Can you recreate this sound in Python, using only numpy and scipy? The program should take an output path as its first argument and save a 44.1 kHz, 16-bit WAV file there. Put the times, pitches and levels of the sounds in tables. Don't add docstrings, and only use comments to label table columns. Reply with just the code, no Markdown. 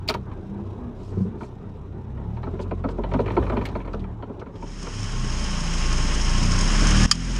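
import sys
import numpy as np
from scipy import signal
from scipy.io import wavfile
from scipy.ndimage import uniform_filter1d, map_coordinates

SR = 44100
rng = np.random.default_rng(int(sys.argv[2]) if len(sys.argv) > 2 else 0)


def wav_out(sig):
    wavfile.write(sys.argv[1], SR, np.round(np.clip(np.atleast_2d(sig).T, -1, 1) * 32767).astype(np.int16))


N = 325899
T = np.arange(N) / SR

# time_s, firing_hz, engine_db, rolling_db
CABIN_DRIVE = [(0, 31.8, -40.5, -40), (.7, 32.59, -40.5, -38.5), (2.05, 30.99, -39.5, -41.5),
               (2.3, 36.04, -29, -38.5), (2.55, 44.6, -38.5, -36), (2.82, 44.04, -34.5, -39),
               (3.08, 45.83, -34, -34), (3.35, 52.93, -35, -29.5), (3.65, 51, -35.5, -31),
               (3.85, 44.4, -38.5, -36), (4.02, 38.87, -33, -38.5), (4.3, 35.15, -40, -41.5),
               (4.6, 34.02, -41, -42)]
# time_s, gain
CABIN_SHARE = [(4.6, 0.94), (5.6, 0.32)]
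# frequency_hz, gain_db
CABIN_RESPONSE = [(36, -6), (44, 3), (55, 3.5), (70, -3.5), (100, 3), (140, -5), (200, -0.5), (300, -8)]
PIPE_RESPONSE = [(30, 2), (57, 4), (65, -23), (75, 1), (86, -7), (93, 3), (105, -10.5), (118, 2), (143, -4),
                 (175, 4), (230, -1.5)]
# frequency_hz, density_db
ROLLING_SPECTRUM = [(24, -13.5), (80, -3), (180, -9), (310, -12.5), (400, -9), (510, -20), (950, -23),
                    (3900, -58), (6000, -88)]
RUSTLE_SPECTRUM = [(1200, -24.5), (2500, 0), (3300, -4), (3900, -2.5), (4350, -12), (5500, -9.5),
                   (15000, -31.5)]
TRIM_SPECTRUM = [(1500, -28), (2500, -2), (4500, -8), (6400, -17.5), (10000, -27), (15700, -27.5)]
ROAR_SPECTRUM = [(150, -32), (250, 3), (660, -7.5), (1050, -2.5), (1560, -3.5), (2600, -6.5), (3170, -2.5),
                 (3500, -14.5), (4200, -14.5), (5400, -52)]
HISS_SPECTRUM = [(2100, -13), (4440, -12), (5200, 2.5), (5700, -1.5), (6080, -9.5), (6430, 1), (6800, -6),
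                 (7270, -10), (9740, -18), (12500, -46)]
# start_s, length_s, from_hz, to_hz, level_db
GROANS = [(.5, .22, 335, 340, -41), (.72, .28, 254, 226, -38), (.42, .3, 195, 205, -38)]
# start_s, length_s, level_db
SWISHES = [(0.932, 0.26, -60), (1.1, 0.21, -62.5), (1.354, 0.17, -59.5), (2.589, 0.06, -50),
           (2.877, 0.063, -54.5)]
# start_s, level_db
RATTLES = [(0.0777, -22), (0.086, -24), (0.095, -16.5), (0.1404, -32.5), (2.6, -41.5), (2.889, -40.5),
           (3.135, -38), (3.201, -39.5), (3.654, -23.5), (3.687, -39), (3.932, -42.5), (3.994, -46.5),
           (4.395, -43), (4.555, -45)]
# start_s, peak_db
CATCH_SNAPS = [(0.088, -10.5), (.1396, -31)]
FLOOR_THUDS = [(.148, -29), (1.166, -18), (1.195, -12.5), (1.245, -20)]
# time_s, firing_hz, exhaust_db, roar_db
UNDER_DRIVE = [(4.55, 37.13, -37, -58), (4.78, 35.24, -34, -46.5), (5, 32.5, -34, -40),
               (5.2, 29.88, -24.5, -39.5), (5.45, 28.64, -27, -36), (5.9, 28.52, -22.5, -33.5),
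               (6.25, 28.43, -23, -33), (6.5, 30.42, -17, -32), (6.7, 33, -22.5, -30),
               (6.88, 37.07, -17.5, -28), (7.05, 40.6, -15, -27), (7.21, 42.86, -15, -29)]
EXHAUST_ORDERS = [1, -5, -9.5, -10, -11, -13.5, -21, -19.5]
# time_s, pitch_hz
WHINE_PITCH = [(6.2, 890), (6.45, 986), (6.63, 1030), (6.88, 1150), (7.05, 1244)]
# pitch_ratio, over_roar_at_900_hz_db, rise_db_per_octave
WHINE_PARTIALS = [(1, -14, 0), (1.39, -21, 18)]
# pitch_hz, over_roar_db
STEADY_TONES = [(595, -16), (1075, -9)]
# start_s, middle_band_peak_db, sharpness_db
BODY_KNOCKS = [(0.088, -17.5, 7), (0.096, -17.5, 0), (0.14, -20, 3), (0.315, -35, -2.5), (1.407, -29.5, -6),
               (1.431, -32.5, 3), (2.175, -38.5, -1), (2.368, -32.5, -1.5), (2.431, -29, 0),
               (2.468, -27.5, -9.5), (2.592, -26.5, -4.5), (2.71, -23, -2.5), (2.84, -20.5, -7),
               (2.886, -28.5, -3), (2.981, -27, -12.5), (3.036, -23, 0.5), (3.115, -23.5, -2),
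               (3.138, -16.5, -3), (3.19, -16, -7.5), (3.26, -26.5, 5.5), (3.278, -22, 2), (3.303, -24, 5),
               (3.367, -12.5, -5.5), (3.425, -29.5, 6.5), (3.465, -28.5, 5.5), (3.497, -21.5, 2),
               (3.521, -21.5, -7), (3.568, -16.5, -3.5), (3.612, -25.5, 1.5), (3.653, -35, 17.5),
               (3.688, -33.5, 1), (3.752, -21, -4), (3.803, -31.5, 6), (3.848, -37.5, 6.5),
               (3.875, -29, -1.5), (3.934, -26, -6), (4.04, -35, 1), (4.224, -28.5, -3),
               (4.295, -34.5, -14), (4.415, -29.5, -5.5), (4.461, -34.5, -3), (4.623, -29.5, -3.5),
               (4.868, -26.5, 0)]
# centre_hz, width_hz, gain_db
CATCH_MODES = [(2970, 170, -10), (4300, 400, 3.5)]
FLOOR_MODES = [(194, 14.8, 4), (354, 150, -14.5), (145, 35, -11)]
BODY_BASS_MODES = [(253.4, 51, 7), (409, 64, 6), (522, 130, -2)]
BODY_MIDDLE_MODES = [(653, 124, 3), (959, 78, 7.5), (1220, 183, 0)]
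BODY_TREBLE_MODES = [(1867, 180, 3), (2224, 320, 5), (2994, 170, -0.5), (4100, 220, -6.5)]
HOUSING_MODES = [(1193, 135, -4), (1750, 100, -5), (2520, 250, -5.5), (3130, 140, 0), (4830, 220, 4),
                 (5520, 140, 2.5), (6660, 800, -4.5), (9100, 210, -11)]

CRACK_S, CRACK_DB = 7.1125, 13


def amp(db):
    return 10 ** (np.asarray(db) / 20)


def unit_rms(x):
    return x / np.sqrt(np.mean(x ** 2) + 1e-20)


def curves(rows):
    times, *columns = np.transpose(rows)
    return [np.interp(T, times, column) for column in columns]


def add(mix, start_s, sound):
    part = mix[round(start_s * SR):][:len(sound)]
    part += sound[:len(part)]


def drift(rate_hz):
    knots, coarse = rng.standard_normal(60), T[::200]
    return np.interp(T, coarse, map_coordinates(knots, [coarse * rate_hz], order=3, mode="wrap"))


def noise(spectrum, patchy_db, flicker_db, size=512):
    frames, hz = 4 * N // size + 5, np.fft.rfftfreq(size, 1 / SR)
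    real, imag, patches = rng.standard_normal((frames, len(hz), 3)).T
    patches = unit_rms(uniform_filter1d(uniform_filter1d(patches, size=6, axis=0), size=12, axis=1))
    flicker = unit_rms(uniform_filter1d(rng.standard_normal(frames), size=3))
    points_hz, db = np.transpose(spectrum)
    gain = amp(np.interp(np.log(hz + 1), np.log(points_hz + 1), db, -100, -100))
    bins = (real + 1j * imag) * gain[:, None] * amp(patchy_db * patches + flicker_db * flicker)
    return unit_rms(signal.istft(bins, nperseg=size, noverlap=3 * size // 4)[1][:N])


def ring(modes, t60_s, rise_s, detune, strike=2.8):
    t = np.arange(5000) / SR
    hz, width, db = np.transpose(modes)[:, :, None]
    hz = hz * (1 + detune * rng.standard_normal(hz.shape))
    decay = amp(-60 * t / t60_s) + 0.057 * amp(-20 * t / t60_s)
    blow = rng.standard_normal(len(t)) * decay * (1 - np.exp(-t / rise_s)) ** 2
    blow[:6] += strike * np.hanning(6)
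    db = db + 2.5 * rng.standard_normal(db.shape) * (detune > 0)
    blunt = signal.butter(4, [.55 * hz.min(), 1.3 * hz.max()], "bandpass", fs=SR, output="sos")
    u = 2 * np.pi * width * t
    response = (amp(db) * width * u * np.exp(-u) * np.cos(2 * np.pi * hz * t)).sum(0)
    out = signal.fftconvolve(signal.sosfilt(blunt, blow), response)[:len(t)]
    return out / abs(out).max()


def orders(firing_hz, levels_db, response, lag_rad, waver_db, wander_rad=0.21):
    cycles = np.cumsum(firing_hz) / SR
    response_hz, gain_db = np.transpose(response)
    out = np.zeros(N)
    for k, db in enumerate(levels_db, start=1):
        level_db = db + np.interp(k * firing_hz, response_hz, gain_db) + waver_db * np.sqrt(k) * drift(6)
        phase = 2 * np.pi * k * cycles - lag_rad * k ** 2 + wander_rad * k * drift(7)
        out += amp(level_db) * np.cos(phase)
    return out


def fuzzy_tone(hz, width_hz):
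    pole = np.exp(-np.pi * width_hz / SR)
    slow = signal.lfilter([1 - pole], [1, -pole], rng.standard_normal(N) + 1j * rng.standard_normal(N))
    slow = slow / np.sqrt(abs(slow))
    carrier = np.exp(2j * np.pi * np.cumsum(hz * np.ones(N)) / SR)
    return unit_rms((slow * carrier).real)


def cabin_drone(fan_db=-74):
    firing_hz, engine_db, rolling_db = curves(CABIN_DRIVE)
    engine = orders(firing_hz, -2.5 * np.arange(7), CABIN_RESPONSE, lag_rad=0.402, waver_db=3)
    rolling = noise(ROLLING_SPECTRUM, patchy_db=2.5, flicker_db=2, size=2048)
    rustle = noise(RUSTLE_SPECTRUM, patchy_db=1.5, flicker_db=2)
    rustle_gain = np.hypot(amp(1.206 * rolling_db - 21), amp(fan_db))
    return amp(engine_db + 3) * engine + amp(rolling_db + 2.5) * rolling + rustle_gain * rustle


def steering_groans():
    out = np.zeros(N)
    for start_s, length_s, from_hz, to_hz, db in GROANS:
        hz = np.linspace(from_hz, to_hz, round(length_s * SR))
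        add(out, start_s, amp(db + 4.5) * np.hanning(len(hz)) * np.sin(2 * np.pi * np.cumsum(hz) / SR))
    return out


def rattles_and_swishes(hard_above_db=-35, hard_s=0.0098, soft_s=0.015):
    hard, soft, swish = np.zeros((3, N))
    t = np.arange(5000) / SR
    for start_s, db in RATTLES:
        envelope, length_s = (hard, hard_s) if db > hard_above_db else (soft, soft_s)
        burst = np.exp(-(t / length_s) ** 1.6) + 0.081 * np.exp(-t / 0.029)
        add(envelope, start_s, amp(db - 8) * burst)
    for start_s, length_s, db in SWISHES:
        add(swish, start_s, amp(db) * np.hanning(round(length_s * SR)))
    grain = amp(4.6 * unit_rms(uniform_filter1d(rng.standard_normal(N), size=40)))
    rub = noise(TRIM_SPECTRUM, patchy_db=-2, flicker_db=1.5, size=256)
    chatter = unit_rms(grain * rub)
    bright_rub = unit_rms(np.gradient(np.gradient(rub)))
    muffle = signal.butter(3, 8400, fs=SR, output="sos")
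    return hard * chatter + signal.sosfilt(muffle, soft * chatter + swish * bright_rub)


def snaps_and_thuds():
    out = np.zeros(N)
    for start_s, db in CATCH_SNAPS:
        add(out, start_s, amp(db) * ring(CATCH_MODES, t60_s=0.017, rise_s=0.0002, detune=0))
    for start_s, db in FLOOR_THUDS:
        add(out, start_s, amp(db) * ring(FLOOR_MODES, t60_s=0.077, rise_s=0.0027, detune=0, strike=0))
    return out


def gritty_hiss(ticks_per_s=38, tick_s=0.0015):
    sizes = amp(3.5 * np.minimum(rng.exponential(1, N), 4))
    impacts = sizes * (rng.random(N) < ticks_per_s / SR)
    u = np.arange(1000) / SR / tick_s
    ticks = unit_rms(signal.oaconvolve(impacts, u ** 2 * np.exp(-u))[:N])
    return (amp(-2.5) + amp(-14.5) * ticks) * noise(HISS_SPECTRUM, patchy_db=0, flicker_db=0.5)


def gear_whine():
    hz = curves(WHINE_PITCH)[0]
    octaves = np.log2(hz / 900)
    return sum(amp(db + rise_db * octaves) * fuzzy_tone(ratio * hz, width_hz=15 / ratio ** 3)
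               for ratio, db, rise_db in WHINE_PARTIALS)


def exhaust(firing_hz, load, coast_db=-4):
    levels_db = [EXHAUST_ORDERS[0] + coast_db * (1 - load), *EXHAUST_ORDERS[1:]]
    return orders(firing_hz, levels_db, PIPE_RESPONSE, lag_rad=0.1045, waver_db=1.5)


def underside():
    firing_hz, exhaust_db, roar_db = curves(UNDER_DRIVE)
    load = np.clip((CRACK_S - T) * 20, 0, 1)
    pulses = amp(exhaust_db) * exhaust(firing_hz, load)
    rumble_spectrum = [(12, -8), (60, 3), (200, 7.5), (420, -7.5), (520, -22)]
    rumble = amp(-2) * noise(rumble_spectrum, patchy_db=0.5, flicker_db=3, size=2048)
    roar = noise(ROAR_SPECTRUM, patchy_db=1.15, flicker_db=0.86)
    whine = load * gear_whine()
    tone_gain = amp(-1.5 * np.maximum(firing_hz - 30.1, 0))
    tones = tone_gain * sum(amp(db) * fuzzy_tone(hz, width_hz=8) for hz, db in STEADY_TONES)
    return pulses + amp(roar_db) * (rumble + roar + whine + tones + gritty_hiss())


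def body_knocks():
    out = np.zeros(N)
    for start_s, db, sharp_db in BODY_KNOCKS:
        treble = ring(BODY_TREBLE_MODES, t60_s=0.076, rise_s=0.00024, detune=0.022)
        middle = ring(BODY_MIDDLE_MODES, t60_s=0.069, rise_s=0.0009, detune=0.028, strike=1.6)
        bass = ring(BODY_BASS_MODES, t60_s=0.083, rise_s=0.0024, detune=0.056, strike=0.6)
        knock = amp(sharp_db - 9.5) * treble + middle + amp(-1.5 - 0.87 * sharp_db) * bass
        add(out, start_s, amp(db) * knock)
    return out


def joint_crack():
    out = np.zeros(N)
    crack = ring(HOUSING_MODES, t60_s=0.037, rise_s=0.00005, detune=0, strike=4.4)
    add(out, CRACK_S, amp(CRACK_DB) * crack)
    return out


def scene():
    cabin = cabin_drone() + body_knocks() + snaps_and_thuds() + steering_groans() + rattles_and_swishes()
    under_share = np.clip((T - 4.5) / 0.17, 0, 1)
    return (curves(CABIN_SHARE)[0] * cabin + under_share * underside() + joint_crack())[None]


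def record(dry, threshold_db=-2.9, ahead_s=0.051, release_db_per_s=24.6, cutoff_hz=15650):
    over_db = np.maximum(20 * np.log10(abs(dry[0]) + 1e-9) - threshold_db, 0)
    ahead = round(ahead_s * SR)
    over_db = np.concatenate([over_db[ahead:], np.zeros(ahead)])
    release_db = T * release_db_per_s
    held_db = np.maximum.accumulate(over_db + release_db) - release_db
    limited = dry / amp(uniform_filter1d(held_db, size=60))
    lowpass = signal.firwin(1023, cutoff_hz, window=("kaiser", 9), fs=SR)
    return signal.oaconvolve(limited, lowpass[None], "same")


dry = scene()
out = record(dry)
wav_out(out)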